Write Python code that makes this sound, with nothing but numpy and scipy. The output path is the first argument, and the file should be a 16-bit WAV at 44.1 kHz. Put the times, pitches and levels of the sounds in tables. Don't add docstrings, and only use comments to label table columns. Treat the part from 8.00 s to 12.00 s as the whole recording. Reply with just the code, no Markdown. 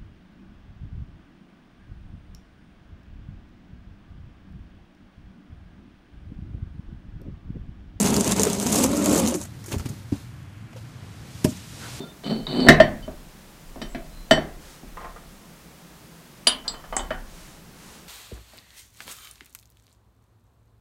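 import sys
import numpy as np
from scipy import signal
from scipy.fft import rfft, irfft
from scipy.io import wavfile
from scipy.ndimage import uniform_filter1d

SR = 44100
rng = np.random.default_rng(int(sys.argv[2]) if len(sys.argv) > 2 else 0)


def unload_audio(sound):
    columns = np.transpose(np.atleast_2d(sound))
    steps = np.round(np.clip(columns, -1, 1) * 32767)
    wavfile.write(sys.argv[1], SR, steps.astype(np.int16))


N = 176400
T = np.arange(N) / SR

# (time [s], grit level [dB], drumming level [dB], rasp level [dB])
SHOVE = [(0,-23.5,-18,-37),(.07,-26.5,-25,-28),(.10,-30,-26,-34),(.21,-34.5,-20,-40.5),(.235,-32,-35,-35.5),(.27,-27,-20,-32.5),(.32,-29,-26,-29.5),(.345,-37.5,-33,-40.5),(.385,-30.5,-24.5,-31),(.45,-32.5,-27,-38),(.49,-31.5,-27.5,-33.5),(.58,-36.5,-29.5,-39.5),(.68,-28.5,-25.5,-37),(.76,-22,-22.5,-30.5),(.845,-24,-19.5,-34.5),(.876,-33.5,-25,-38.5),(1.0,-30.5,-26.5,-37),(1.07,-29.5,-21,-33.5),(1.18,-22.5,-21.5,-34),(1.245,-36,-24.5,-34.5),(1.282,-26,-23.5,-40.5),(1.328,-40.5,-27.5,-38),(1.35,-27.5,-26,-40),(1.37,-42,-38.5,-51),(1.422,-38.5,-37,-51),(1.52,-76,-88,-86)]
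# (pitch [Hz], level [dB], t60 [s])
SHEET_MODES = [(142.6,-3,0.16),(189,1,0.047),(209,0.5,0.13),(230.6,-4.5,0.11),(261.5,-6.5,0.084),(330,-6.5,0.011),(394.3,-2.5,0.071),(440,-10,0.024),(536,-16.5,0.072),(677,-16.5,0.038),(792,-10.5,0.026),(963,-12.5,0.024)]
# (frequency [Hz], level [dB])
RASP_EQ = [(150,-27.5),(600,8),(1000,6.5),(1350,1),(1800,-1),(2500,1),(3500,-1.5),(5000,-2),(9000,-17.5),(16000,-33)]
# (frequency [Hz], level [dB])
TICK_EQ = [(200,-21),(1000,2),(1700,0),(2600,1.5),(3700,-6.5),(5200,2.5),(8000,-1.5),(12000,-3.5),(15500,-15)]
KNOCK_RISE_S, MOTTLE_DB = 0.0017, 1.87


def amp(db):
    return 10 ** (np.asarray(db) / 20)


def unit(x):
    return x / np.sqrt(np.mean(x ** 2) + 1e-20)


def curve(table, column=1):
    table = np.array(table)
    return np.interp(T, table[:, 0], table[:, column])


def add(mix, start, sound):
    part = mix[max(round(start * SR), 0):][:len(sound)]
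    part += sound[:len(part)]


def colour(x, eq, size=8192):
    hz, db = np.transpose(eq)
    log_bins = np.log(abs(np.fft.fftfreq(size, 1 / SR)) + 1)
    log_gain = np.interp(log_bins, np.log(hz), db) * np.log(10) / 20
    impulse = np.fft.ifft(np.exp(np.conj(signal.hilbert(log_gain)))).real[:size // 2]
    return signal.oaconvolve(x, impulse / np.linalg.norm(impulse))[:len(x)]


def resonate(x, hz, width_hz):
    carrier = np.exp(2j * np.pi * np.cumsum(hz * np.ones(N)) / SR)
    pole = np.exp(-np.pi * width_hz / SR)
    gain = np.sqrt(2 * (1 - pole * pole))
    return (carrier * signal.lfilter([gain], [1, -pole], x * carrier.conj() + 1e-18)).real


def wander(hz):
    lowpass = 1 / (1 + (np.fft.rfftfreq(N, 1 / SR) / hz) ** 4)
    return unit(irfft(rfft(rng.standard_normal(N)) * lowpass, N))


def clicks(per_s, spread_db):
    size = amp(spread_db * np.minimum(rng.exponential(1, N), 5))
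    return unit(size * rng.choice([-1, 1], N) * (rng.random(N) < per_s / SR))


def mottle(x, depth_db, size=5):
    spectrum = signal.stft(x, nperseg=256)[2]
    patches = uniform_filter1d(rng.standard_normal(spectrum.shape), size, axis=0)
    patches = uniform_filter1d(patches, size, axis=1)
    return signal.istft(spectrum * amp(depth_db * unit(patches)))[1][:N]


def ring(modes):
    t = T[:SR // 2]
    return sum(amp(db - 60 * t / t60) * np.sin(2 * np.pi * hz * t) * rng.choice([-1, 1])
               for hz, db, t60 in modes)


def thud(hz, t60):
    t = T[:SR // 2]
    attack = 1 - np.exp(-t / KNOCK_RISE_S)
    return 2 * np.sin(2 * np.pi * hz * t) * attack * amp(-60 * t / t60)


def yard(x):
    t, t60 = T[:SR // 2], 0.11
    tail = rng.standard_normal(len(t)) * amp(-60 * t / t60) * (t > .003)
    return x + amp(-14.5) * signal.oaconvolve(x, tail / np.linalg.norm(tail))[:N]


def traffic():
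    # (frequency [Hz], level [dB])
    rumble_eq = [(15, -77), (25, -23.5), (116, -5), (160, -12.5), (178, -10), (260, -17), (322, -19.5),
                 (410, -33.5), (1380, -29), (1850, -31), (2360, -33), (3440, -38), (3930, -55),
                 (15500, -100)]
    engine_hz = 108.6
    drone = unit(resonate(rng.standard_normal(N), engine_hz, width_hz=29))
    drone = unit(resonate(drone, engine_hz, width_hz=81))
    rumble = unit(colour(rng.standard_normal(N), rumble_eq))
    return amp(-44.5) * rumble + amp(-44) * drone


def settling_leaves():
    # (time [s], level [dB])
    settling = [(0,-72),(1.4,-58),(1.55,-55.5),(1.9,-50),(2.05,-57.5),(2.2,-53.5),(2.35,-61),(2.68,-65),(2.8,-57.5),(3.0,-62.5),(3.4,-53),(4,-66)]
    # (frequency [Hz], level [dB])
    leaf_eq = [(500,-34),(2000,-2),(4000,8.5),(7000,4.5),(10000,2),(15500,-3.5)]
    return colour(clicks(per_s=3500, spread_db=1) * amp(curve(settling)), leaf_eq)


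def hiss():
    # (time [s], level [dB], tilt about 4 kHz [dB/octave])
    swell = [(0,-84.5,-17),(2.7,-65.5,-4.5),(3.0,-55.5,-4.5),(3.25,-54,-4),(3.4,-48.5,-2),(3.52,-46,-1.5),(3.68,-48,-0.5),(3.84,-41.5,-2),(3.95,-40.5,-1.5),(4,-42,-1)]
    # (frequency [Hz], level [dB])
    hiss_eq = [(100,4.5),(500,-0.5),(1500,-2),(4000,2),(8000,0),(12000,-6),(15500,-14)]
    hz, t, spectrum = signal.stft(colour(rng.standard_normal(N), hiss_eq), SR, nperseg=512)
    times, db, tilt = np.transpose(swell)
    octaves = np.log2(np.maximum(hz, 400) / 4000)[:, None]
    gain = amp(np.interp(t, times, db) + octaves * np.interp(t, times, tilt))
    return signal.istft(spectrum * gain, SR)[1][:N]


def hand_rubs():
    # (peak time [s], half-length [s], centre [Hz], bandwidth [Hz], level [dB])
    rubs = [(3.5,0.028,6950,2180,-44),(3.57,0.009,6450,2480,-47),(3.843,0.03,1520,260,-43.5),(3.865,0.042,740,400,-52)]
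    return sum(amp(db) * np.exp(-((T - peak) / span) ** 2) * resonate(rng.standard_normal(N), hz, width)
               for peak, span, hz, width, db in rubs)


def hand_bump():
    # (pitch [Hz], level [dB], t60 [s])
    case_modes = [(180,-24.5,0.26),(239,-29,0.099),(337,-19.5,0.079),(467,-28.5,0.12),(615,-20.5,0.12),(943,-29,0.053)]
    # (time [s], level [dB], pitch [Hz])
    fingers = [(3.468,-27.5,334),(3.477,-29,105),(3.487,-24,242),(3.521,-34,275),(3.551,-35.5,187)]
    # (frequency [Hz], level [dB])
    thump_eq = [(30, -37), (80, 22), (250, 16.5), (600, -12), (900, -34), (1500, -43), (4000, -45),
                (15000, -65)]
    touch_s, jolt_s, ring_s = 3.4442, 3.4492, 3.4525
    jolt_hz, jolt_width_s, scratch_rise_s, thump_decay_s = 229, 0.0018, 0.0027, 0.022
    t = T - jolt_s
    blows = amp(-2.5) * np.sin(2 * np.pi * jolt_hz * t) * np.exp(-(t / jolt_width_s) ** 2)
    add(blows, ring_s, ring(case_modes) * amp(3 * wander(hz=150))[:SR // 2])
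    for start, db, hz in fingers:
        add(blows, start, amp(db) * thud(hz, t60=0.064))
    thump_env = np.zeros(N)
    add(thump_env, ring_s, amp(-21.5) * np.exp(-T / thump_decay_s))
    thump = colour(thump_env * rng.standard_normal(N), thump_eq)
    age = np.maximum(T - touch_s, 0) / scratch_rise_s
    scratch_env = age * np.exp(1 - age) + amp(1) * (age > 0) * np.exp(-age / 5)
    scratch = colour(scratch_env * rng.standard_normal(N), TICK_EQ)
    return blows + thump + amp(-28) * scratch


def taps():
    # (time [s], ring level [dB], pitch [Hz], click level [dB])
    contacts = [(1.682,-30,350,-55),(1.7835,-52,1500,-37),(1.7963,-35,1320,-40),(1.858,-36.5,790,-32.5)]
    rings, click_env = np.zeros(N), np.zeros(N)
    for start, db, hz, click_db in contacts:
        add(rings, start, amp(db) * thud(hz, t60=0.023))
        add(click_env, start, amp(click_db) * np.exp(-T / 0.0022))
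    return rings + colour(click_env * rng.standard_normal(N), TICK_EQ)


def scuffs():
    # (time [s], length [s], treble level [dB], rasp level [dB])
    drags = [(1.45,0.01,-39.5,-48),(1.639,0.0099,-44,-47),(1.658,0.019,-40.5,-62),(1.681,0.051,-44.5,-52),(1.712,0.043,-42,-54),(1.718,0.02,-43.5,-35.5),(1.781,0.011,-39,-51),(1.794,0.019,-45,-41),(1.86,0.012,-44,-39.5),(1.887,0.015,-40.5,-63),(2.119,0.075,-53,-47.5),(2.729,.01,-64,-47),(2.762,0.028,-57,-50.5)]
    # (frequency [Hz], level [dB])
    scuff_eq = [(500,2),(2000,-7),(4000,-14.5),(6500,6),(9000,0.5),(12000,-3),(15500,-7)]
    treble_env, rasp_env = np.zeros(N), np.zeros(N)
    for start, length, treble_db, rasp_db in drags:
        shape = np.minimum(T / 0.0028, 1) * np.exp(-(T / length) ** 2)
        add(treble_env, start, amp(treble_db) * shape)
        add(rasp_env, start, amp(rasp_db) * shape)
    treble = colour(treble_env * clicks(per_s=3100, spread_db=-2), scuff_eq)
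    rasp = colour(rasp_env * clicks(per_s=4600, spread_db=2), RASP_EQ)
    return mottle(treble + rasp, MOTTLE_DB)


def knocks():
    # (time [s], level [dB], thud pitch [Hz])
    buckles = [(0.119,-17.5,205),(0.204,-22,242),(0.3944,-17.5,444),(0.501,-18.5,209),(0.658,-19,232),(1.346,-21,351),(1.733,-25,125),(1.763,-20,85),(1.797,-25,74),(1.854,-24,127),(1.859,-27.5,255),(1.901,-27,139),(2.1214,-17,278),(2.122,-20,116),(2.759,-40,513)]
    out = np.zeros(N)
    attack = 1 - np.exp(-T[:SR // 2] / KNOCK_RISE_S)
    for start, db, hz in buckles:
        ringing = attack * ring(SHEET_MODES) / np.sqrt(len(SHEET_MODES))
        add(out, start, amp(db) * (thud(hz, t60=0.067) + amp(-3) * ringing))
    return out


def judders():
    # (peak time [s], half-length [s], level [dB], pitch [Hz], bandwidth [Hz])
    bursts = [(0.155,0.084,-26,164,80),(0.466,0.027,-24,433,90),(1.139,0.042,-29,530,120),(1.171,0.025,-23.5,375,126),(1.733,0.027,-32.5,288,134),(1.875,0.11,-44.5,212,117)]
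    out = np.zeros(N)
    for peak, span, db, hz, width in bursts:
        envelope = amp(db) * np.exp(-((T - peak) / span) ** 2)
        out += envelope * resonate(clicks(per_s=600, spread_db=2), hz, width)
    return out


def groan():
    # (time [s], level [dB], slip rate [Hz])
    note = [(.74,-52,340),(.785,-27.5,237),(.85,-27,235),(.885,-32,210),(.915,-19,210),(.955,-29,265),(1.02,-23,270),(1.08,-20.5,277),(1.17,-22.5,305),(1.21,-26,270),(1.24,-17,242),(1.30,-25.5,240),(1.41,-36.5,266),(1.47,-79,300)]
    jitter, flutter_db, octave_db = 0.1405, 3.5, -15.5
    hz = curve(note, column=2) * (1 + jitter * wander(hz=72))
    phase = 2 * np.pi * np.cumsum(hz) / SR
    level_db = curve(note) + flutter_db * wander(hz=62.3)
    return amp(level_db) * (np.sin(phase) + amp(octave_db) * np.sin(2 * phase))


def leaf_crunch():
    # (pitch [Hz], level [dB])
    sizes = [(1900,-13.5),(3800,-11.5),(6600,-3),(8300,-5)]
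    clusters = unit(amp(5 * wander(hz=44)))
    load = amp(curve(SHOVE) - 6.5) * clusters
    return sum(amp(db) * resonate(load * clicks(per_s=130, spread_db=1.5), hz, width_hz=1200)
               for hz, db in sizes)


def sheet(force):
    # (time [s], pitch factor [ratio])
    flexing = [(0,1.01),(.42,0.97),(.68,0.99),(.8,1.15),(.95,1.42),(1.12,1.378),(1.25,1.21),(1.38,1.36)]
    bend = curve(flexing)
    rings = sum((-1) ** k * amp(db) * resonate(force, hz * bend, width_hz=2.2 / t60)
                for k, (hz, db, t60) in enumerate(SHEET_MODES))
    return rings / np.linalg.norm([amp(db) for hz, db, t60 in SHEET_MODES])


def snags():
    # (time [s], crack level [dB], thump level [dB])
    catches = [(0.0432,-10,-6),(0.0599,-6,-9.5),(0.1407,-6.5,-13),(0.164,-4.5,-29),(0.2073,-5.5,-12),(0.2434,-10,-37),(0.3105,-9,-7.5),(0.3193,-5,-17),(0.3626,-15,-13),(0.3948,-5,-12),(0.417,-8.5,-16),(0.4323,0,-32),(0.4507,-9,-15),(0.469,-15,-34),(0.4991,-10,-13),(0.5304,-8,-17),(0.598,-9,-32),(0.6107,-17,-17),(0.664,-8,-6.5),(0.669,-8,-38),(0.8,-19,-6),(0.839,-1,-21),(0.9813,-20,-31),(1.058,-5,-22),(1.1464,-12,-33),(1.1952,-14,-26),(1.3405,-15,-31),(1.4131,-19.5,-27)]
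    # (frequency [Hz], level [dB])
    crack_eq = [(200,-11),(1000,0),(2000,-12.5),(3200,-8),(5000,-3.5),(6700,5),(9000,-1.5),(12000,-10),(15500,-14)]
    cracks, blows, t = np.zeros(N), np.zeros(N), T[:SR // 10]
    spike = np.exp(-((t - 0.0015) / 0.0005) ** 2)
    spray = amp(-8.5) * np.exp(-t / 0.0088)
    for start, crack_db, thump_db in catches:
        add(cracks, start, amp(crack_db - 11.5) * (spike + spray) * rng.choice([-1, 1], len(t)))
        add(blows, start, amp([thump_db + 16]))
    delay_s = 0.001597 * np.exp(-np.fft.rfftfreq(N, 1 / SR) / 6000)
    cracks = irfft(rfft(cracks) * np.exp(-2j * np.pi * np.cumsum(delay_s) * SR / N), N)
    return mottle(colour(cracks, crack_eq), depth_db=2, size=9) + sheet(blows)


def scrape():
    # (frequency [Hz], level [dB])
    grit_eq = [(300,-59),(2500,-42),(4000,-15),(5200,-7),(6300,0.5),(7400,1.5),(9000,-3),(11000,-5),(13000,-11.5),(15500,-18)]
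    # (frequency [Hz], level [dB])
    body_eq = [(25,-76),(70,-2),(130,-15.5),(200,4.5),(350,-3),(550,-6),(800,-16.5),(1300,-36.5),(3000,-29),(16000,-39)]
    clumps_db = 3 * wander(hz=80)
    grit = clicks(per_s=9000, spread_db=2.5) * amp(curve(SHOVE, column=1) - 5 + clumps_db)
    rasp = clicks(per_s=9000, spread_db=2) * amp(curve(SHOVE, column=3) - 1 + 0.31 * clumps_db)
    slips = clicks(per_s=700, spread_db=2) * amp(curve(SHOVE, column=2) + 0.28 * clumps_db)
    grind = mottle(colour(grit, grit_eq) + colour(rasp, RASP_EQ), MOTTLE_DB)
    return grind + amp(-1.5) * colour(slips, body_eq) + amp(-1) * sheet(slips)


def scene():
    blade = scrape() + leaf_crunch() + snags() + judders() + groan() + scuffs() + knocks() + taps()
    return (yard(blade) + settling_leaves() + traffic() + hiss() + hand_bump() + hand_rubs())[None]


def record(dry):
    low_cut_hz, high_cut_hz = 32.6, 15500
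    cut = signal.lfilter(*signal.butter(2, low_cut_hz, "high", fs=SR), dry)
    lowpass = signal.firwin(401, high_cut_hz, window=("kaiser", 9), fs=SR)
    return signal.oaconvolve(cut, lowpass[None], "same")


dry = scene()
out = record(dry)
unload_audio(out)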